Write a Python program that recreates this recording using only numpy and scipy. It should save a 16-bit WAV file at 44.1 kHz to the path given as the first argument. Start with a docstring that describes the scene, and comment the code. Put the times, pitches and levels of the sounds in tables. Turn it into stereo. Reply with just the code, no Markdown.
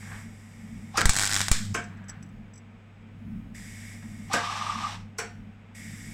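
"""Spot weld in a garage

A wire welder lays one spot weld on thin steel, heard by a phone with a left port brighter than its right. The
trigger knocks, the contactor clunks, filtered noise makes the wire feed, and arc pops crack, mostly on the
crests of the mains ripple; spatter beads then ping the plate as decaying modes. Later the trigger is pulled
without an arc. Gas hisses in spells through resonant peaks, a glove rubs the bench, over transformer hum and
fan rumble, whose recorded level the phone's automatic gain raises and lowers together, as a table of levels."""
import sys
import numpy as np
from scipy import signal
from scipy.fft import rfft, irfft
from scipy.io import wavfile
from scipy.ndimage import uniform_filter1d

SR = 44100
rng = np.random.default_rng(int(sys.argv[2]) if len(sys.argv) > 2 else 0)


def ratio_of_db(decibels):
    """Turn decibels (scalar or array-like) into linear amplitude factors; 0 dB maps to 1."""
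    return 10 ** (np.asarray(decibels, float) / 20)


def dump(signal):
    """Clip the signal to [-1, 1] and save it as 16-bit WAV at the path in sys.argv[1]."""
    limited = np.clip(np.atleast_2d(signal).T, -1, 1)
    pcm = np.round(limited * 32767).astype(np.int16)
    wavfile.write(sys.argv[1], SR, pcm)


N = 270333
T = np.arange(N) / SR
RIPPLE_HZ = 100
# Levels in dB are settings at the source, ahead of further gains, room and microphone ports.


def unit(x):
    """Scale to rms 1."""
    return x / np.sqrt(np.mean(x ** 2))


def curve(rows):
    """Gain over time through (s, dB) rows, silent outside them."""
    s, db = np.transpose(np.array(rows, float))
    return ratio_of_db(np.interp(T, s, db, -200, -200))


def colour(x, points, size=2048):
    """Minimum-phase filter through (Hz, dB) points, built by folding the cepstrum."""
    hz, db = np.transpose(points)
    bins_hz = np.arange(size // 2 + 1) * SR / size
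    gain = ratio_of_db(np.interp(np.log(bins_hz + 1), np.log(hz), db))
    cepstrum = irfft(np.log(gain))
    cepstrum[1:size // 2] *= 2
    cepstrum[size // 2 + 1:] = 0
    response = irfft(np.exp(rfft(cepstrum)))[:size // 2]
    return signal.oaconvolve(x, response)[:len(x)]


def band(x, hz, width):
    """One resonance, gain 1 at the centre."""
    return signal.lfilter(*signal.iirpeak(hz, hz / width, SR), x)


def noise():
    """White noise."""
    return rng.standard_normal(N)


def walk(rate):
    """Slow random wander of rms 1, smoothed twice over 1/rate seconds."""
    k = int(SR / rate)
    return unit(uniform_filter1d(uniform_filter1d(noise(), k), k))


def strikes(times, gains):
    """Single-sample impulses."""
    out = np.zeros(N)
    np.add.at(out, (np.asarray(times) * SR).astype(int), gains)
    return out


def ring(x, modes, rise_s=1e-5):
    """Impulses ring a set of decaying modes (Hz, dB, t60 s)."""
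    t = T[:SR // 2]
    shape = sum(ratio_of_db(db - 60 * t / t60) * np.sin(2 * np.pi * hz * t) for hz, db, t60 in modes)
    shape *= 1 - np.exp(-t / rise_s)
    return signal.oaconvolve(x, shape / abs(shape).max())[:N]


def spell(start, rise_s, stop, db, fall_db_per_s, sag_db_per_s=0, burst_db=0, burst_s=1):
    """Gain that rises from silence to a burst, holds with a slow sag until stop, then falls."""
    since = np.clip(T - start - rise_s, 0, None)
    rise_db = -40 * np.clip(1 - (T - start) / rise_s, 0, 5)
    burst = burst_db * np.exp(-since / burst_s)
    return ratio_of_db(db + rise_db + burst - sag_db_per_s * since - fall_db_per_s * np.clip(T - stop, 0, 1))


# Balance of the microphone ports for close sounds and for the room.
# Each row: frequency in Hz, left minus right in dB.
CLOSE_BALANCE = [(60, 28.5), (110, -13), (200, -3.5), (380, 4.5), (700, 5), (1290, 4.5), (2380, 8),
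                 (4400, 12.5), (8120, 38), (15000, 14.5)]
ROOM_BALANCE = [(60, 8), (110, 5), (200, 0), (380, -1), (700, 4.5), (1290, 3), (2380, 12.5), (4400, 5),
                (8120, 4), (15000, 1)]


def ports(left, right, balance, lag_ms):
    """Each port colours its sound; the right one hears it later."""
    hz, db = np.transpose(balance)
    total = 10 * np.log10((1 + ratio_of_db(2 * db)) / 4)
    late = np.interp(T - lag_ms / 1000, T, right)
    return np.array([colour(left, np.transpose([hz, db - total])),
                     colour(late, np.transpose([hz, -total]))])


def spread(make, share, balance, lag_ms):
    """Steady noise: the right port gets partly the same, partly unrelated sound."""
    same, other = make(), make()
    return ports(same, share * same + np.sqrt(1 - share ** 2) * other, balance, lag_ms)


# Garage reverberation. Each row: band centre in Hz, t60 in seconds.
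GARAGE_T60 = [(300, 0.25), (1000, 0.29), (3000, 0.33), (7000, 0.16), (13000, 0.061)]


def echoes(x, wet_db):
    """Direct sound plus a diffuse tail, shortest in the high treble; its lowest band is alike at both ports."""
    t = T[:SR // 2]

    def fade(hz, t60):
        return band(rng.standard_normal(len(t)), hz, 1.1 * hz) * ratio_of_db(-60 * t / t60)

    bass = fade(*GARAGE_T60[0])
    out = []
    for _ in range(2):
        tail = bass + sum(fade(hz, t60) for hz, t60 in GARAGE_T60[1:])
        tail = tail * np.clip(t / 0.003, 0, 1)
        tail /= np.sqrt(np.sum(tail ** 2))
        out.append(x + ratio_of_db(wet_db) * signal.oaconvolve(x, tail)[:N])
    return out


# Level of hum and fan as the phone's automatic gain raises and lowers them together.
# Each row: time in seconds, level in dB.
SHOP_LEVEL = [(0.0, -48), (0.14, -42.5), (0.36, -48), (0.94, -48), (1.06, -36), (1.16, -55), (1.47, -48.5),
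              (1.79, -43.5), (2.46, -50.5), (2.99, -51.5), (3.28, -44.5), (3.45, -49), (3.77, -46.5),
              (4.17, -47), (5.02, -45.5), (5.16, -52.5), (5.34, -45.5), (5.7, -52), (5.87, -45),
              (6.13, -47)]
# Colours of the fan rumble and of the room noise. Each row: frequency in Hz, gain in dB.
FAN_COLOUR = [(18, -33.5), (32, 1), (60, -8.5), (88, -19), (115, -10), (150, -3.5), (190, -0.5), (212, 0.5),
              (225, 5.5), (245, -7.5), (340, -18), (450, -53.5)]
AIR_COLOUR = [(180, -26.5), (300, -11), (366, -9), (447, -3.5), (574, -6.5), (749, -5), (1100, -11.5),
              (1500, -14), (2360, -10), (4160, -28.5), (5800, -32.5), (7800, -34), (9500, -46),
              (15000, -57.5)]
# Faint tones. Each row: frequency in Hz, level in dB.
WHINE_TONES = [(1250, -71.5), (1300, -79.5), (1524, -76.5), (7790, -85.5)]


def shop():
    """Transformer hum at the ripple rate, fan rumble, faint whines and diffuse room noise."""
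    level = curve(SHOP_LEVEL)
    hum = np.sin(2 * np.pi * RIPPLE_HZ * T + 0.33 * walk(1.7))
    hum *= np.sqrt(2) * level * ratio_of_db(1.1 * walk(6))
    fan = spread(lambda: unit(colour(noise(), FAN_COLOUR, size=8192)), 1.0, ROOM_BALANCE, 0.76)
    fan *= level * ratio_of_db(2.6 * walk(4.4))
    air = spread(lambda: unit(colour(noise(), AIR_COLOUR)), 0.5, ROOM_BALANCE, 0.6)
    air *= ratio_of_db(-58 + 0.095 * walk(3.3))
    tones = sum(ratio_of_db(db + 1.2 * walk(5.9)) * np.sin(2 * np.pi * hz * T) for hz, db in WHINE_TONES)
    return hum + fan + air + ports(tones, tones, CLOSE_BALANCE, 0.47)


# Gas spells. Each row: opening in seconds, level in dB, start of easing in seconds, easing in dB,
# shutting in seconds.
GAS_SPELLS = [(-.1, -54, .2, 8, .95), (3.535, -52, 3.93, 6.5, 4.33), (5.738, -51.5, 6.2, 5, 6.3)]
# Colour of the broad hiss. Each row: frequency in Hz, gain in dB.
HISS_COLOUR = [(1530, -43), (2600, -54), (3660, 7.5), (4390, -5.5), (5040, 3.5), (6230, 0), (7890, 5),
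               (9330, -6), (14500, -10.5), (15500, -21), (16000, -53)]
# Resonant peaks of the hiss. Each row: frequency in Hz, base width in Hz (doubled or tripled below), level in
# dB.
HISS_PEAKS = [(1956, 76, 7.5), (2167, 64, 14), (3652, 95, 7), (5010, 70, 3.5), (5670, 75, -2.5),
              (7740, 130, -6), (9270, 73, -19), (10800, 120, -20), (12300, 130, -22), (13600, 130, -15)]


def gas():
    """Broad hiss through resonant peaks; the two lowest make the whistle band."""
    def hiss():
        air = noise()
        peaks = sum(ratio_of_db(db) * band(air, hz, 3 * w) for hz, w, db in HISS_PEAKS[2:])
        return unit(unit(colour(air, HISS_COLOUR)) + .6 * unit(peaks))

    def whistle():
        air = noise()
        return unit(sum(ratio_of_db(db) * band(band(air, hz, 2 * w), 1920, 980) for hz, w, db in HISS_PEAKS[:2]))

    flow = 0
    for opens, db, eases, ease_db, shuts in GAS_SPELLS:
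        puff = spell(opens, 0.014, shuts, db, fall_db_per_s=1999, sag_db_per_s=0.5, burst_db=1, burst_s=0.034)
        flow = flow + puff * ratio_of_db(-ease_db * np.clip((T - eases) / 0.081, 0, 1))
    broad = spread(hiss, 0.76, CLOSE_BALANCE, 0.65)
    whistling = ratio_of_db(2.5 + 0.67 * walk(8.6)) * spread(whistle, 0.66, CLOSE_BALANCE, 0.57)
    return flow * (broad + whistling)


# Glove rubbing on the bench. Each row: start in seconds, stop in seconds, level in dB, fall in dB per second.
RUBS = [(0.012, 0.027, -46.5, 500), (0.037, 0.096, -56.5, 200), (.1, 0.155, -48.5, 160),
        (1.864, 2.07, -58.5, 58), (2.079, 2.093, -52.5, 199.5), (4.011, 4.021, -53, 400)]


def glove():
    """Grainy leather on steel: band noise with a quickly wandering level."""
    strokes = sum(spell(start, 0.014, stop, db, fall) for start, stop, db, fall in RUBS)
    grain = ratio_of_db(5.5 + 1.5 * walk(40))
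    leather = lambda: unit(band(band(noise(), 1650, 400), 790, 670))
    return strokes * grain * spread(leather, 0.74, ROOM_BALANCE, 0.28)


# Wire feeder runs. Each row: start in seconds, stop in seconds, level in dB, fall in dB per second.
FEED_RUNS = [(0.92, .985, -31, 529), (4.272, 4.925, -34, 193)]
# Colour of wire in the liner. Each row: frequency in Hz, gain in dB.
LINER_COLOUR = [(260, -22), (450, -30.5), (684, -12.5), (856, -4), (1220, -5), (1400, -14), (2830, -12.5),
                (3230, -16.5), (3590, -15), (4630, -20), (5620, -16.5), (6700, -26), (7930, -23.5),
                (9920, -38), (14600, -47.5), (16000, -99)]
# The wire snags and the motor band flares. Each row: time in seconds, rise above steady in dB.
WIRE_SNAGS = [(4.5, 4), (4.713, 7.5), (4.852, 8)]


def feeder():
    """Wire rubbing through the liner, and a motor band that throbs with the drive roller."""
    rise_s, roller_hz, snag_s = 0.062, 35.1, 0.015
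    motor_db, motor_late_s, motor_early_s = -5.5, 0.044, 0.043  # against the liner rub
    run = spin = 0
    for start, stop, db, fall in FEED_RUNS:
        run = run + spell(start, rise_s, stop, db, fall, sag_db_per_s=5.5, burst_db=6, burst_s=0.054)
        spin = spin + spell(start + motor_late_s, rise_s, stop - motor_early_s, db + motor_db, 600)
    liner = lambda: unit(colour(noise(), LINER_COLOUR))
    rub = run * ratio_of_db(0.85 * walk(40)) * spread(liner, 0.32, CLOSE_BALANCE, 0.491)
    motor = lambda: unit(band(band(noise(), 1215, 70), 1130, 170))
    throb = 1 + .5 * np.cos(2 * np.pi * roller_hz * (T - 4.5) + .5 * walk(5.3))
    spin *= ratio_of_db(sum(db * np.exp(-((T - s) / snag_s) ** 2) for s, db in WIRE_SNAGS))
    return rub + spin * throb * spread(motor, 1.0, CLOSE_BALANCE, 0.887)


# Trigger travel before the contactor pulls in. Each row: time in seconds, level in dB, frequency in Hz,
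# t60 in seconds.
TRIGGER_KNOCKS = [(.944, -31.5, 794, 0.049), (.957, -28, 1168, 0.024), (4.301, -34.5, 786, 0.11),
                  (4.313, -33.5, 1184, 0.14)]
# Contactor clunks. Each row: time in seconds, level in dB, snap in dB, case ring in dB, bass tilt in dB.
CONTACTOR_CLUNKS = [(0.9732, -23.5, 8.5, -0.5, 5.5), (1.743, -28.5, 2.5, 4, 2),
                    (4.333, -26, 7.5, 10.5, 5.5), (5.1845, -31.5, 8.5, -2, 4)]
# Sheet-metal case modes. Each row: frequency in Hz, level in dB, t60 in seconds.
CASE_MODES = [(319, -12.5, .15), (462, 2.5, .2), (550, -13.5, 0.11), (708, 6, 0.22), (897, -17, 0.27),
              (1000, -7, .12), (1167, -10.5, 0.13), (1604, 3, 0.059), (1634, 6, 0.16), (1930, -8, 0.13),
              (2150, -12, .1)]
# Colour of the slam. Each row: frequency in Hz, gain in dB.
SLAM_COLOUR = [(120, -36.5), (250, -11), (460, -0.5), (620, -10.5), (900, -10), (1590, -1), (2300, -8.5),
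               (3000, -15), (4040, -23.5), (5700, -26), (6600, -24.5), (7700, -10), (9000, -28.5),
               (12000, -39.5), (16000, -48)]


def contactor():
    """The trigger knocks twice; the armature snaps brightly, then a ragged slam shakes the sheet-metal case."""
    t, lead_s, out = T[:SR // 4], .008, 0
    for s, db, snap_db, ring_db, bass_db in CONTACTOR_CLUNKS:
        slam_noise, snap_noise, rough = rng.standard_normal((3, len(t)))
        ragged = ratio_of_db(3.0 * unit(uniform_filter1d(rough, size=130)))
        fade = np.exp(-t / 0.012) + 0.077 * np.exp(-t / 0.014)
        slam = slam_noise * ragged * np.clip((t - lead_s) / 0.0055, 0, 1) * fade
        slam = colour(unit(colour(slam, SLAM_COLOUR)), [(500, bass_db), (1300, 0.0032)])
        # the snap fades in quickly, peaks, then dies away
        fade_in, decay = np.exp((t - lead_s) / 0.0028) / 4, np.exp((lead_s - t) / 0.0062)
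        snap = snap_noise * np.where(t < lead_s, fade_in, decay)
        snap = unit(colour(snap, [(2500, -24.5), (5500, 1.0), (8000, -4.5), (11000, -14.5), (16000, -23.5)]))
        start = strikes([s - lead_s], [0.16 * ratio_of_db(db + 4)])
        out = out + signal.oaconvolve(start, slam + ratio_of_db(snap_db - 13.5) * snap)[:N]
        out = out + ring(strikes([s + .008], [ratio_of_db(db + ring_db)]), CASE_MODES)
    for s, db, hz, t60 in TRIGGER_KNOCKS:
        out = out + ring(strikes([s], [ratio_of_db(db)]), [(hz, 0, t60)])
    return ports(*echoes(out, -1), CLOSE_BALANCE, 0.758)


# Jumps of welding current that kick the microphones. Each row: time in seconds, signed step.
CURRENT_KICKS = [(1.0562, 0.53), (1.0929, -0.25), (1.5142, -0.41)]
# Rectifier buzz while the contactor is in. Each row: time in seconds, level in dB.
BUZZ_LEVEL = [(1.0, -68.5), (1.15, -58.5), (1.42, -37), (1.52, -45), (1.6, -41.5), (1.732, -28),
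              (1.74, -66)]


def current():
    """Current jumps sag back through the low cut; the rectifier adds downward dips; both ports alike."""
    s, step = np.transpose(CURRENT_KICKS)
    t = T[:SR // 2]
    sag = (1 - np.exp(-t / 0.0024)) * (2.0 * np.exp(-t / 0.0076) - 0.31 * np.exp(-t / .05))
    kicks = signal.oaconvolve(strikes(s, step), sag)[:N]
    phase = 2 * np.pi * RIPPLE_HZ * (T - .0073)
    # multiples of the ripple
    dips = -np.cos(phase) - 0.64 * np.cos(2 * phase) - 0.05 * np.cos(3 * phase) - 0.017 * np.cos(4 * phase)
    return kicks + curve(BUZZ_LEVEL) * dips


# Short circuits that stand out or fall off the beat. Each row: time in seconds, level in dB, treble tilt in dB
# (limited to -9..4 when cracking).
LONE_POPS = [(1.0093, -3, -11), (1.0152, 3.5, -27), (1.0558, 5, -1.5), (1.0941, 9.5, 2), (1.165, 1, 3),
             (1.1726, -1, -6), (1.1866, 0, 1), (1.1956, 2, -1), (1.206, -4, 0), (1.2133, -4.5, -2.5),
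             (1.2158, -3.5, 2), (1.2345, 0.5, -1), (1.3139, -3, -6.5), (1.3253, -3, -6.5), (1.3637, 3, -9),
             (1.3845, -12, 2), (1.4054, 1, -11.5), (1.4143, 1.5, -9.5), (1.4833, -0.5, -6),
             (1.5152, 5.5, 7.5)]
# Steady transfer, one short per ripple crest. Each row: first short in seconds, number of crests,
# level in dB of the first, of the middle and of the last.
STEADY_RUNS = [(1.1342, 15, -7, -1, -5), (1.2938, 12, -6, -3, -7)]


def shorts():
    """All short circuits (s, dB, tilt dB): each crest of a run fires unless a listed pop stands there."""
    jitter_s, scatter_db, tilt_db = .0005, 1.5, 1.3
    rows = [np.array(LONE_POPS, float)]
    for first, count, *run_db in STEADY_RUNS:
        k = np.arange(count)
        timing, loudness, treble = rng.standard_normal((count, 3)).T
        s = first + k / RIPPLE_HZ + jitter_s * timing
        db = np.interp(k / (count - 1), [0, .5, 1], run_db) + scatter_db * loudness
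        free = abs(s[:, None] - rows[0][:, 0]).min(axis=1) > .4 / RIPPLE_HZ
        rows.append(np.transpose([s, db, tilt_db * treble])[free])
    return np.vstack(rows).T


def tilted(times, db, tilt_db, shape, split_hz):
    """Blows of one shape whose treble is raised or lowered blow by blow."""
    low = signal.lfilter(*signal.butter(2, split_hz, fs=SR), shape)
    bass = signal.oaconvolve(strikes(times, ratio_of_db(db)), low)
    treble = signal.oaconvolve(strikes(times, ratio_of_db(db + tilt_db)), shape - low)
    return (bass + treble)[:N]


def thump(s, db):
    """Each short's suction pulse reaches the left port first; the phone subtracts part of each port from the other."""
    thump_db, rise_s, fade_s, lag_s, widen = -11.5, 0.00016, 0.00037, 0.00075, 0.38
    t = T[:SR // 100]
    pulse = (1 - np.exp(-t / rise_s)) * np.exp(-t / fade_s)
    left, right = (-signal.oaconvolve(strikes(s + lag, ratio_of_db(db + thump_db)), pulse)[:N] for lag in (0, lag_s))
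    return np.array([left - widen * right, right - widen * left])


# Colours of the cracks and of the sizzle and fizz. Each row: frequency in Hz, gain in dB.
CRACK_TONE = [(150, -40.5), (500, -8.5), (1500, 0), (2500, -1.5), (4000, -3.5), (6000, -2.5), (7800, 2.5),
              (10000, -6.5), (14000, -24.5), (16500, -34)]
SIZZLE_TONE = [(180, -51.5), (300, -7), (546, -18.5), (915, -6), (2140, 1), (2480, -2), (3400, -1.5),
               (5520, -0.5), (6200, -4), (7820, 2.5), (9880, -15), (14200, -19.5), (16000, -33.5)]
# Plate modes. Each row: frequency in Hz, level in dB, t60 in seconds.
PLATE_MODES = [(3736, -24, .05), (4683, -18, .05), (5190, -8, .04), (5412, -12, .045), (5620, -12, .045),
               (5873, -5, .045), (6055, -6, .055), (6470, -16, .04), (7273, -18, .05), (7605, -10, .05),
               (7775, 0, .06), (8000, -12, .04), (8430, -14, .04), (9700, -18, .035), (11690, -22, .04)]
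# Hard re-strikes that flare. Each row: time in seconds, starting level in dB, fade in ms.
RESTRIKES = [(1.057, -13.5, 2.8), (1.094, -16.5, 1.2), (1.483, -29, 6.7), (1.5167, -12, 1.4)]
# Plasma sizzle, then the glow after the last re-strike. Each row: start in seconds, rise in seconds,
# stop in seconds, level in dB, fall in dB per second.
SIZZLES = [(1.02, 0.2, 1.47, -35, 552), (1.512, 0.015, 1.555, -34, 117)]
# Port balance for the arc. Each row: frequency in Hz, left minus right in dB.
ARC_BALANCE = [(60, -7), (110, -0.5), (200, -12.5), (380, 2), (700, 13), (1290, -1.5), (2380, -3),
               (4400, 17.5), (8120, 19), (15000, 24.5)]


def arc():
    """Each short circuit cracks, rings the plate and leaves a brief fizz; the weld pool sizzles under it."""
    s, db, tilt_db = shorts()
    crack = colour(strikes([0, .0012, .0026], [1, .25, .2])[:2000], CRACK_TONE)
    pops = tilted(s, db - 6, np.clip(tilt_db, -9, 4), crack / abs(crack).max(), 4500)
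    pops += ring(strikes(s, ratio_of_db(db - 31)), PLATE_MODES)
    blast = unit(colour(noise(), CRACK_TONE))
    for at, flare_db, fade_ms in RESTRIKES:
        pops += ratio_of_db(flare_db) * blast * (T > at) * np.exp(-np.abs(T - at) * 1000 / fade_ms)
    fizz = signal.lfilter([1], [1, -np.exp(-1 / (0.0017 * SR))], strikes(s, ratio_of_db(db - 18)))
    hiss_level = sum(spell(*row) for row in SIZZLES) * ratio_of_db(walk(150)) + fizz
    hiss = hiss_level * spread(lambda: unit(colour(noise(), SIZZLE_TONE)), 0.95, CLOSE_BALANCE, .5)
    # the current dip after each short reaches both ports alike
    dip = -signal.oaconvolve(strikes(s + 0.00044, ratio_of_db(db - 33.5)), np.hanning(int(0.00305 * SR)))[:N]
    return ports(*echoes(pops, -8.0), ARC_BALANCE, 0.068) + hiss + dip + thump(s, db)


# Spatter beads dropping on steel. Each row: time in seconds, level in dB, thud against it in dB.
BEADS = [(1.8392, -38.5, -6), (1.9704, -55, -1), (2.0402, -54, 8), (2.0835, -34, -16), (2.094, -26.5, -9),
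         (2.2265, -40.5, 6), (2.2593, -56, -1.5), (2.2882, -56, 2.5), (2.536, -42.5, -10),
         (2.5563, -42.5, -10.5), (2.576, -40.5, -15)]


def spatter():
    """Beads ping the plate, with a dry scratch and a thud."""
    s, db, thud_db = np.transpose(BEADS)
    hits = strikes(s, ratio_of_db(db))
    ping = ratio_of_db(-3) * ring(hits, PLATE_MODES, rise_s=.0012)
    scratch = signal.lfilter([1], [1, -np.exp(-1 / (0.0072 * SR))], hits)
    scratch *= unit(band(band(noise(), 6400, 4560), 6200, 4600))
    thud = band(strikes(s, ratio_of_db(db + thud_db + 11.5)), 1760, 1400)
    return ports(*echoes(ping + .045 * scratch + thud, -21), CLOSE_BALANCE, .3)


def scene():
    """All sources at the two ports."""
    return shop() + gas() + glove() + feeder() + contactor() + current() + arc() + spatter()


def roll_off(x):
    """The treble ends steeply here."""
    return signal.sosfilt(signal.butter(12, 16500, fs=SR, output="sos"), x)


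def record(dry):
    """The loudest cracks are rounded off at the microphones and the top above 15.9 kHz is cut."""
    rounded = .85 * np.tanh(dry / .85)
    low_pass = signal.ellip(10, .3, 90, 15900, fs=SR, output="sos")
    return roll_off(signal.sosfilt(low_pass, rounded))


dry = scene()
out = record(dry)
dump(out)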